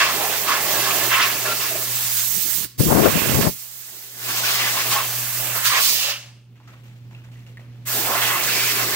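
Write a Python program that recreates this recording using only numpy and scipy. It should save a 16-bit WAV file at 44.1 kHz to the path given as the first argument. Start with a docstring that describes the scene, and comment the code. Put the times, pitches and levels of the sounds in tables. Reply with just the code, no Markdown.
"""A sharp hiss of compressed air sweeps, in three sprays, over an open electronic chassis in a quiet room.
Turbulence at the nozzle makes the hiss; where the jet strikes, boards splash, vent slots ring and
hollows roar or whistle. A transformer hums beneath, and for a moment the draught buffets the two
microphone ports. In the pause before the last spray a hand shifts the can with rustles and taps."""
import sys
import numpy as np
from scipy import signal
from scipy.io import wavfile
from scipy.ndimage import map_coordinates

SR = 44100
rng = np.random.default_rng(int(sys.argv[2]) if len(sys.argv) > 2 else 0)


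def materialize(psi):
    """Save the field psi as 16-bit PCM at rate SR to the path in sys.argv[1].

    A 1-D psi becomes a single channel; in a 2-D psi each row is a channel.
    """
    bounded = np.clip(np.atleast_2d(psi).T, -1, 1)
    quanta = np.round(bounded * 32767).astype(np.int16)
    wavfile.write(sys.argv[1], SR, quanta)


N = 394694

# Trigger presses: open_s, shut_s, release_s, drop_db
SPRAYS = [(-0.1, 2.646, .03, -18), (2.777, 6.102, .06, -12), (7.853, 9.2, .03, -12)]
# Slow changes in the spray's loudness and direction, one curve a press; the sound dips briefly after the gusts:
# time_s, nozzle_db, left_minus_right_db, splash_db, edges_db, large_hollow_db, small_hollows_db
SPRAY_LEVELS = [
    [(0, -25.5, -6, -28, -25, -42, -31), (.45, -26.5, -7.5, -31.5, -35, -39, -34),
     (.75, -23.5, -7, -27, -28.5, -34.5, -29), (1.05, -23, -8, -28.5, -28, -40, -32),
     (1.35, -27, -5.5, -31, -32.5, -39, -36), (1.8, -26.5, -5.5, -32.5, -38, -43, -43),
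     (2.1, -23.5, -4.5, -31.5, -38, -57, -48), (2.3, -23, -10.5, -32.5, -42, -53, -50),
     (2.55, -24, -14.5, -32.5, -41.5, -65, -51), (2.65, -26.5, -14, -34.5, -43.5, -84, -53)],
    [(2.79, -23.5, -14, -29, -40, -75, -74), (2.93, -25.5, -18, -34, -41.5, -73, -70),
     (3.05, -26, -14, -31, -29.5, -72, -71), (3.35, -25.5, -20.5, -31, -30, -75, -70),
     (3.49, -30, -13, -34, -59, -75, -66), (3.55, -36.5, -7.5, -46, -54, -68, -63.5),
     (4.15, -40.5, -5, -46, -52.5, -58, -58.5), (4.29, -27, -4, -31, -34.5, -40.5, -39.5),
     (4.55, -29, -2.5, -26.5, -32, -46, -35), (4.9, -24.5, -3.5, -30, -32, -40.5, -37.5),
     (5.1, -27, -3.5, -33, -37.5, -48, -41), (5.4, -26, -5.5, -35, -36.5, -58, -45.5),
     (5.65, -27, -6.5, -32, -32.5, -60, -44), (5.8, -28.5, -7, -28, -46, -52, -42),
     (5.95, -25.5, -8, -24, -40.5, -49, -42), (6.11, -33, -8, -27, -32, -59, -38.5)],
    [(7.86, -27, -5, -35, -34.5, -52, -45), (7.97, -23.5, -4.5, -29.5, -34, -35.5, -34.5),
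     (8.2, -25.5, -6, -31.5, -31.5, -39.5, -32.5), (8.4, -26.5, -5.5, -33.5, -29.5, -36.5, -32),
     (8.7, -26, -5, -33, -31, -37, -39), (8.95, -26, -4.5, -28, -30, -35.5, -37.5)],
]
# The jet crosses vents: start_s, hold_s, nozzle_change_db, splash_db, edges_db, slots_db
VENT_CROSSINGS = [(0.0, 0.026, -5, -23.5, -17.5, -23), (0.063, 0.024, -3.5, -41, -31, -32),
                  (0.312, 0.047, 0.5, -33, -30.5, -39), (0.481, 0.043, -1, -28, -22.5, -23),
                  (0.526, 0.03, -2.5, -31, -32, -27.5), (0.866, .04, -1.5, -33, -33, -27.5),
                  (1.115, .07, -1.5, -35, -21.5, -24), (1.201, 0.038, -2, -30, -19.5, -22.5),
                  (1.253, 0.021, 1, -28, -35, -36.5), (1.457, 0.061, 0, -31.5, -29.5, -32.5),
                  (1.607, 0.055, 0, -31, -30, -31.5), (2.17, .04, 1.5, -29.5, -45, -48),
                  (3.34, .05, 1.5, -41, -52, -48), (3.413, 0.018, 2.5, -30.5, -27.5, -33),
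                  (4.29, 0.02, 0, -49, -34, -36), (4.37, 0.022, 1.5, -30, -31, -35),
                  (4.45, 0.11, 3, -29.5, -28.5, -34), (4.597, 0.088, 0.8, -32, -24, -36),
                  (4.772, 0.036, -0.5, -31, -28.5, -32), (4.915, 0.02, 3.5, -22.5, -24.5, -28.5),
                  (4.953, .05, -1.5, -41, -28.5, -27), (5.557, 0.016, 1.5, -39, -45, -29.5),
                  (5.656, 0.021, 7.5, -19, -23, -31.5), (5.705, 0.086, 0.5, -24.5, -21, -26),
                  (5.805, 0.1, 7.5, -22, -41.5, -37), (6.02, 0.019, 1.5, -30, -38, -42),
                  (6.097, 0.016, 1, -33, -46, -54), (8.067, 0.057, -0.5, -42, -54, -29),
                  (8.15, .04, -1, -35.5, -28.5, -25), (8.221, 0.072, 0.5, -29, -25, -32.5),
                  (8.302, 0.084, .3, -43, -32, -28.5), (8.436, 0.29, 1.1, -27, -29.5, -52),
                  (8.763, 0.068, 0.3, -30, -29.5, -34.5)]
# The jet passes the mouth of a hollow: start_s, hold_s, large_hollow_db, small_hollows_db
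HOLLOW_BLOWS = [(0.0, 0.033, -59, -31), (0.153, .02, -33.5, -47), (0.216, 0.016, -46, -26.5),
                (0.965, 0.078, -34.5, -34), (1.477, 0.065, -47, -36), (1.743, 0.015, -35, -44),
                (3.936, .03, -57, -57), (4.954, .03, -48, -35), (5.435, .03, -46, -38),
                (5.55, 0.027, -49, -38), (5.735, 0.058, -53, -31.5), (8.114, 0.021, -42, -28.5),
                (8.81, 0.026, -39, -35)]
# Noise spectra: frequency_hz, relative_density_db
NOZZLE_SPECTRUM = [(5500, -33.5), (6600, -5), (8150, -9.5), (9640, -13), (11300, -10), (12800, -7.5),
                   (14200, -6.5), (15100, -10.5), (16500, -7.5)]
SPLASH_SPECTRUM = [(2200, -8), (3300, -0.5), (4800, 1.5), (6500, -3.5), (9000, -12.5)]
EDGE_SPECTRUM = [(1200, -19), (1600, -1.5), (2200, -3.5), (2900, -0.5), (3900, -16)]
SLOT_SPECTRUM = [(750, -11.5), (1000, 1.5), (1300, -1.5), (1800, -15)]
LARGE_HOLLOW_SPECTRUM = [(130, -12), (250, -8), (400, -3), (600, -14.5)]
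SMALL_HOLLOW_SPECTRUM = [(350, -19), (550, -4.5), (800, -0.5), (1200, -12.5)]
ROOM_SPECTRUM = [(25, -21), (55, -5.5), (85, -8.5), (130, -6), (190, -3.5), (240, -7), (400, -15.5),
                 (1180, -28.5), (2890, -26), (9460, -41.5), (15800, -37)]
LARGE_EDDY_SPECTRUM = [(30, -22), (140, -0.5), (300, -11.5), (500, -17.5)]
SMALL_EDDY_SPECTRUM = [(200, -1), (420, -1.5), (750, -5.5), (1700, -18), (3000, -35)]
RUSTLE_SPECTRUM = [(500, 0), (1100, 0), (2600, 0), (4500, -11), (7500, -10), (9700, -25), (13500, -13.5),
                   (15800, -14)]
# Resonances of the struck parts, against their broad noise: pitch_hz, bandwidth_hz, relative_db
SPLASH_MODES = [(4700, 350, -10), (6350, 300, -11), (8300, 450, -13)]
EDGE_MODES = [(1716, 50, -9), (2057, 70, -9), (2665, 90, -7)]
SLOT_MODES = [(1085, 70, 2), (1290, 60, -9)]
LARGE_HOLLOW_MODES = [(388, 44, -5.5)]
SMALL_HOLLOW_MODES = [(647, 94, -7.5)]
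# Likeness of the sound at the two ports: frequency_hz, coherence_ratio
PORT_COHERENCE = [(60, 0.54), (150, 0.93), (380, 0.95), (950, 0.54), (2380, 0.3), (5980, 0.02),
                  (15000, 0.033)]
# Late arrival at the left port: time_s, delay_ms
LEFT_DELAY = [(0, 0.083), (1.3, 0.037), (1.8, 0.038), (4.5, -0.15), (5.8, 0.14), (6.3, 0.047), (6.8, -0.17),
              (7.7, -0.084), (8.95, -0.084)]
# Swelling and sinking of hum and room air: time_s, level_db
BACKGROUND_LEVEL = [ (0.0, -44.5), (0.17, -41), (0.56, -45.5), (0.63, -42), (1.02, -37), (1.15, -43),
                    (2.13, -39), (2.3, -45.5), (3.62, -54), (4.06, -55.5), (4.17, -49), (4.29, -40.5),
                    (4.67, -39.5), (5.46, -36.5), (5.55, -39), (5.92, -48.5), (6.14, -44.5), (6.43, -46),
                    (6.94, -39.5), (7.63, -38), (8.46, -38.5), (8.82, -37.5), (8.95, -38), ]
# Faint partials against the main hum: frequency_ratio, relative_db
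HUM_PARTIALS = [(.5, -29), (2, -25)]
# The jet crosses a hole, and once (the wide row at 1.227 s) the can spits: centre_s, length_s, pitch_hz,
# bandwidth_hz, level_db
HOLE_WHISTLES = [(0.255, 0.18, 804, 60, -35), (0.856, 0.21, 1645, 60, -31), (1.227, 0.026, 4270, 2490, -18),
                 (1.493, 0.074, 610, 60, -31.5), (1.505, 0.063, 1374, 80, -25.5),
                 (1.745, 0.066, 644, 50, -31), (4.438, 0.016, 1510, 80, -25.5),
                 (4.964, 0.055, 830, 60, -31), (5.947, 0.3, 4730, 600, -31), (6.052, 0.24, 2800, 800, -26),
                 (6.086, 0.083, 574, 45, -36), (8.136, 0.09, 710, 60, -40.5), (8.304, 0.1, 1950, 80, -30),
                 (8.614, 0.15, 2350, 250, -26)]
# Gusts on the ports: start_s, hold_s, left_db, right_db, small_over_large_eddies_db
PORT_GUSTS = [(2.354, 0.033, -34.5, -44, -20), (2.457, 0.036, -36, -37.5, -12),
              (2.583, 0.034, -35, -36, -20), (2.64, .02, -28, -44, -28), (2.801, 0.0047, -5, -35, -16),
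              (2.842, 0.046, -14, -37, -27), (2.883, 0.043, -8, -40, -18), (2.913, 0.014, -5.5, -36, 5),
              (2.955, 0.048, -5, -31, -2), (3.0, 0.46, -27.5, -25, 1), (3.047, 0.029, -5.5, -31, 8.5),
              (3.082, 0.011, -11, -32, 0), (3.154, 0.017, -14, -30, -2.5), (3.255, .03, -20, -28, -4),
              (3.338, 0.056, -10.5, -41, -7.5), (3.461, 0.0094, -9, -42, -4), (3.474, 0.0041, -13, -40, 3),
              (3.498, 0.018, -47, -46, -30), (4.923, 0.016, -35, -51, -16.5),
              (5.565, 0.24, -48, -48.5, -12), (5.89, 0.038, -50, -35, -6)]
# Single eddies at the right port: time_s, level_db, time_scale_ms
EDDY_POPS = [(3.22, -8, 1.5), (3.297, -10, 1.8), (3.319, -9, 2.5), (3.411, -8, 2.5)]
# Strokes of hand and sleeve: start_s, decay_s, level_db, relative_treble_db
HAND_STROKES = [(6.556, 0.44, -61, -2), (6.676, 0.11, -56, -1), (6.834, .17, -63, 7),
                (7.108, 0.14, -54.5, -6), (7.238, 0.05, -59, 0), (7.315, 0.19, -58.5, 4),
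                (7.462, .07, -60, 3), (7.592, 0.12, -57, -4), (7.718, 0.33, -65, -3)]
# Knocks as the can is shifted: start_s, peak_db, pitch_hz, ring_s
CAN_TAPS = [(6.602, -40, 940, 0.0086), (6.676, -35, 1260, 0.01), (6.741, -39.5, 1170, 0.01),
            (7.112, -40, 940, .012), (7.149, -34, 2680, .012), (7.243, -47, 1630, .012),
            (7.287, -43, 915, 0.011), (7.358, -44, 1940, .012), (7.466, -38, 2800, 0.0092),
            (7.572, -31, 1910, 0.0088), (7.594, -39, 560, .015)]

TIME_S = np.arange(N) / SR
HOP = 32  # samples a step of the swell envelopes
HISS_TAIL_DB_PER_S, BODY_TAIL_DB_PER_S = 181, 111
RESIDUE_DB = -14  # what is left in the room once a sound stops


def amp(db):
    """Amplitude grows tenfold every 20 dB."""
    return 10 ** (np.asarray(db) / 20)


def unit_rms(x):
    """Normalisation to unit mean power."""
    return x / np.sqrt(np.mean(x ** 2) + 1e-20)


def plus_db(a_db, b_db):
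    """Incoherent sounds add in power."""
    return 10 * np.log10(amp(a_db) ** 2 + amp(b_db) ** 2)


def in_time(rows):
    """Linear interpolation of each column, one value a sample."""
    times_s, *columns = np.transpose(rows)
    return [np.interp(TIME_S, times_s, column) for column in columns]


def at_hz(points, hz):
    """Interpolation on a log-frequency axis."""
    frequencies_hz, values = np.transpose(points)
    return np.interp(np.log(hz), np.log(frequencies_hz), values)


def filtered(x, order, hz, kind="low"):
    """A filter with a maximally flat passband."""
    return signal.sosfilt(signal.butter(order, hz, kind, fs=SR, output="sos"), x)


def drift(rate_hz):
    """Low-passed noise gives a slow random fluctuation of rms 1."""
    step, settle = 40, 2000
    pole = np.exp(-2 * np.pi * step * rate_hz / SR)
    white = rng.standard_normal(N // step + settle + 2)
    slow = signal.lfilter([1], [1, -2 * pole, pole * pole], white)[settle:]
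    return np.interp(np.arange(N) / step, np.arange(len(slow)), unit_rms(slow))


def resonate(x, hz, width_hz):
    """A damped resonator with unit gain at its peak."""
    pole = np.exp(-np.pi * width_hz / SR)
    gain = (1 - pole * pole) / 2
    return signal.lfilter([gain, 0, -gain], [1, -2 * pole * np.cos(2 * np.pi * hz / SR), pole * pole], x)


def panned(left_minus_right_db):
    """A level difference gives direction: two gains whose mean is 1."""
    left = np.atleast_1d(amp(left_minus_right_db))
    return 2 * np.array([left, np.ones_like(left)]) / (1 + left)


def both_ports(x):
    """A path difference brings sound to the left port early or late."""
    delay = in_time(LEFT_DELAY)[0] * SR / 1000
    return np.array([map_coordinates(x, [np.arange(N) - delay], order=3, mode="nearest"), x])


def swells(events, rise_db_per_s, fall_db_per_s):
    """Exponential rise up to the start, hold and exponential decay: one row of gains an event."""
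    t, start_s, hold_s = np.arange(0, N + HOP, HOP) / SR, events[:, :1], events[:, 1:2]
    before_s, after_s = np.maximum(start_s - t, 0), np.maximum(t - start_s - hold_s, 0)
    return amp(-rise_db_per_s * before_s - fall_db_per_s * after_s)


def per_sample(envelope):
    """Linear interpolation from hops to samples."""
    return np.interp(np.arange(N) / HOP, np.arange(len(envelope)), envelope)


def summed_db(shapes, levels_db):
    """Overlapping swells add in power: one level curve a column."""
    powers = amp(levels_db).T ** 2 @ shapes ** 2
    return [per_sample(10 * np.log10(power + 1e-12)) for power in powers]


def turbulence(spectrum, together_db, patchy_db, rate_hz, coherent=True):
    """Random modulation: third-octave bands of stereo noise flicker partly in step, partly alone."""
    shared, separate, together = 0, 0, drift(rate_hz)
    limits_hz = 22 * 2 ** np.arange(0, 9.7, 1 / 3)
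    white = rng.standard_normal((2, 3, N))  # neighbouring bands get unrelated noise
    for k, (low, high) in enumerate(zip(limits_hz, limits_hz[1:])):
        hz = np.sqrt(low * high)
        if spectrum[0][0] < hz * 1.12 and hz < spectrum[-1][0] * 1.12:
            band = filtered(white[k % 2], 2, [low, high], "band")
            coherence = coherent * np.clip(at_hz(PORT_COHERENCE, hz), 0, 1)
            gain = amp(at_hz(spectrum, hz) + together_db * together + patchy_db * drift(rate_hz))
            shared = shared + gain * np.sqrt(coherence) * band[0]
            separate = separate + gain * np.sqrt(1 - coherence) * band[1:]
    out = both_ports(shared) + separate
    return out / np.sqrt(np.mean(out.mean(axis=0) ** 2))


def struck_part(spectrum, modes, together_db, patchy_db, rate_hz, ring_db=0):
    """Forced resonance: air on a surface makes broad noise and drives modes that flicker as it wanders."""
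    ringing, flicker_db = 0, 2
    for hz, width_hz, db in modes:
        gain = amp(db + flicker_db * drift(5.7))
        ringing = ringing + gain * unit_rms(resonate(rng.standard_normal(N), hz, width_hz))
    return turbulence(spectrum, together_db, patchy_db, rate_hz) + amp(ring_db) * both_ports(ringing)


def valve_db(tail_db_per_s, drop_share=1):
    """The valve gates the flow: a quick opening, a drop on release, then exponential decay."""
    opening_s, closed_db = .03, -23
    out = np.full(N, -90.)
    for open_s, shut_s, release_s, drop_db in SPRAYS:
        onset_db = closed_db * np.clip(1 - (TIME_S - open_s) / opening_s, 0, 1) ** 2
        release_db = drop_share * drop_db * np.clip((TIME_S - shut_s) / release_s, 0, 1)
        decay_db = tail_db_per_s * np.maximum(TIME_S - shut_s - release_s, 0)
        out = np.where(TIME_S >= open_s, onset_db + release_db - decay_db, out)
    return out


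def nozzle_hiss(level_db):
    """Turbulent mixing radiates hiss; a resonance of the thin tube lifts the very top."""
    hiss = turbulence(NOZZLE_SPECTRUM, together_db=.53, patchy_db=.96, rate_hz=20)
    sizzle = amp(1.5) * resonate(hiss, hz=15300, width_hz=700)
    return amp(level_db + valve_db(HISS_TAIL_DB_PER_S)) * (hiss + sizzle)


def board_splash(level_db):
    """An impinging jet radiates bright noise from the boards."""
    return amp(level_db) * struck_part(SPLASH_SPECTRUM, SPLASH_MODES, .58, 1.3, rate_hz=17)


def edge_noise(level_db):
    """Edges scatter turbulence into ringing midrange noise."""
    return amp(level_db) * struck_part(EDGE_SPECTRUM, EDGE_MODES, .92, 2.7, rate_hz=16)


def vent_slots(level_db):
    """Slots resonate fully only when squarely struck, and pass little below their lowest mode."""
    full_ring_db, loss_db_per_db = -25, .45
    ring_db = loss_db_per_db * np.minimum(level_db - full_ring_db, 0)
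    noise = struck_part(SLOT_SPECTRUM, SLOT_MODES, .7, .93, rate_hz=22, ring_db=ring_db)
    return amp(level_db) * filtered(noise, 6, 1036, "high")


def hollow_roar(large_db, small_db):
    """Cavity resonance colours the noise: the larger the hollow, the deeper its roar."""
    large = struck_part(LARGE_HOLLOW_SPECTRUM, LARGE_HOLLOW_MODES, 1, 2.3, rate_hz=14)
    small = struck_part(SMALL_HOLLOW_SPECTRUM, SMALL_HOLLOW_MODES, 1, 1.5, rate_hz=9.9)
    return amp(large_db) * large + amp(small_db) * small


def jet():
    """One jet excites every part; levels swell as it crosses vents and hollows."""
    nozzle_db, pan_db, splash_db, edges_db, large_db, small_db = in_time(sum(SPRAY_LEVELS, []))
    crossings, blows = np.array(VENT_CROSSINGS), np.array(HOLLOW_BLOWS)
    crossing_shapes = swells(crossings, rise_db_per_s=901, fall_db_per_s=279.5)
    blow_shapes = swells(blows, rise_db_per_s=300, fall_db_per_s=150)
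    splash_swell_db, edge_swell_db, slot_swell_db = summed_db(crossing_shapes, crossings[:, 3:])
    large_swell_db, small_swell_db = summed_db(blow_shapes, blows[:, 2:])
    flow_db = valve_db(BODY_TAIL_DB_PER_S, drop_share=.88)
    pan_db = pan_db * np.interp(flow_db, [2 * RESIDUE_DB, 0], [.12, 1])  # the dying room is more even
    struck_pan = panned(.75 * pan_db + 2)  # nearer the middle than the nozzle
    hiss = panned(pan_db) * nozzle_hiss(nozzle_db + per_sample(crossings[:, 2] @ crossing_shapes))
    splash = panned(.5 * pan_db) * board_splash(plus_db(splash_db, splash_swell_db))
    edges = struck_pan * edge_noise(plus_db(edges_db, edge_swell_db))
    slots = struck_pan * vent_slots(plus_db(edges_db - 4, slot_swell_db))
    roar = panned(-2.7) * hollow_roar(plus_db(large_db, large_swell_db), plus_db(small_db, small_swell_db))
    return hiss + amp(flow_db) * (splash + edges + slots + roar)


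def transformer_hum(pitch_hz=120.1, waver_db=1.8):
    """Magnetostriction: the core vibrates at twice the mains rate, with faint wavering partials."""
    phase = 2 * np.pi * pitch_hz * TIME_S
    partials = sum(amp(db + 1.5 * drift(6)) * np.sin(ratio * phase) for ratio, db in HUM_PARTIALS)
    return np.sqrt(2) * amp(-waver_db * drift(8.6)) * (np.sin(phase) + partials) * panned(-2.3)


def room_air():
    """Ambient noise forms a soft, bass-heavy floor under the hum."""
    return amp(-10.5) * turbulence(ROOM_SPECTRUM, .97, 1.3, rate_hz=6)


def whistles():
    """Sharp resonance narrows noise to a tone as the jet passes a hole; it then decays in the room."""
    out, air = np.zeros(N), rng.standard_normal(N)
    for centre_s, length_s, hz, width_hz, db in HOLE_WHISTLES:
        age_s = TIME_S - centre_s
        tone = unit_rms(resonate(resonate(air, hz, width_hz), hz, width_hz))
        swell = np.exp(-(2 * age_s / length_s) ** 4)
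        tail = (age_s > 0) * amp(RESIDUE_DB - BODY_TAIL_DB_PER_S * np.maximum(age_s - length_s / 2, 0))
        out += amp(db) * np.maximum(swell, tail) * tone
    return both_ports(out) * panned(-1.8)


def draught(rise_db_per_s=399.5):
    """While the can blows, eddies press incoherently on the two ports; the small ones die first."""
    gusts = np.array(PORT_GUSTS)
    small_over_large_db = gusts[:, 4:] + [0, 9]  # the right port lies in finer, brighter flow
    large_db = gusts[:, 2:4] - 10 * np.log10(2 + 2 * amp(small_over_large_db) ** 2)
    small_db = large_db + small_over_large_db
    large_gain = amp(summed_db(swells(gusts, rise_db_per_s, fall_db_per_s=459), large_db))
    small_gain = amp(summed_db(swells(gusts, rise_db_per_s, fall_db_per_s=802), small_db))
    large = large_gain * turbulence(LARGE_EDDY_SPECTRUM, 1.3, 3.5, rate_hz=26, coherent=False)
    small = small_gain * turbulence(SMALL_EDDY_SPECTRUM, 2.4, 1.8, rate_hz=49.5, coherent=False)
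    return amp(valve_db(HISS_TAIL_DB_PER_S)) * (large + small)


def eddy_pops():
    """An eddy passing the right port is a pressure pulse: a pull, a sudden push, a slow recoil."""
    out = np.zeros((2, N))
    for time_s, db, scale_ms in EDDY_POPS:
        passage = np.clip((TIME_S - time_s) * 1000 / scale_ms, -30, 30)
        pull = -.7 * np.exp(-(1.1 * passage) ** 2)
        push_and_recoil = (1.5 - passage) * np.exp(-.6 * passage)
        out[1] += amp(db) * np.where(passage < 0, pull, push_and_recoil)
    return filtered(out, 2, hz=1300)  # the port rounds the edge


def hand_rustles(crossover_hz=3620):
    """Friction of hand and sleeve: grainy noise starts at once and fades, brighter or duller by stroke."""
    grain = turbulence(RUSTLE_SPECTRUM, 1.3, 1.8, rate_hz=61)
    body, treble = filtered(grain, 2, crossover_hz), filtered(grain, 2, crossover_hz, "high")
    out = np.zeros((2, N))
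    for start_s, decay_s, db, treble_db in HAND_STROKES:
        fade = (TIME_S > start_s) * np.exp(-((TIME_S - start_s) / decay_s) ** 2)
        out += amp(db) * fade * (body - amp(treble_db) * treble)  # the bands are in opposite phase
    return out


def can_taps(scatter_s=.08):
    """An impulse excites a heavily damped mode; a quick scatter of echoes from the case follows."""
    out = np.zeros(N)
    for (start_s, db, hz, ring_s), lateness in zip(CAN_TAPS, rng.random((len(CAN_TAPS), 30))):
        impulses = np.full(N // 20, 1e-18)
        impulses[(lateness * scatter_s * SR).astype(int)] = .58 * np.cos(50 * lateness) * amp(-20 * lateness)
        impulses[0] = 1
        ring = resonate(impulses, hz, width_hz=1.8 / ring_s)
        start = round(start_s * SR)
        out[start:start + len(ring)] += amp(db) * ring / np.abs(ring).max()
    return both_ports(out)


def scene():
    """Superposition: the pressures of all sources add at the two ports."""
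    spray = jet() + whistles() + draught() + eddy_pops()
    background = amp(in_time(BACKGROUND_LEVEL)[0]) * (transformer_hum() + room_air())
    return spray + background + can_taps() + hand_rustles()


def record(dry):
    """Band limiting and saturation: the microphone drops deep bass, rounds peaks and cuts the top."""
    bass_cut_hz, top_cut_hz = 45, 15780
    rounded = 1.174 * np.tanh(filtered(dry, 1, bass_cut_hz, "high") / 1.455)
    return signal.sosfilt(signal.ellip(12, .5, 75, top_cut_hz, fs=SR, output="sos"), rounded)


dry = scene()
out = record(dry)
materialize(out)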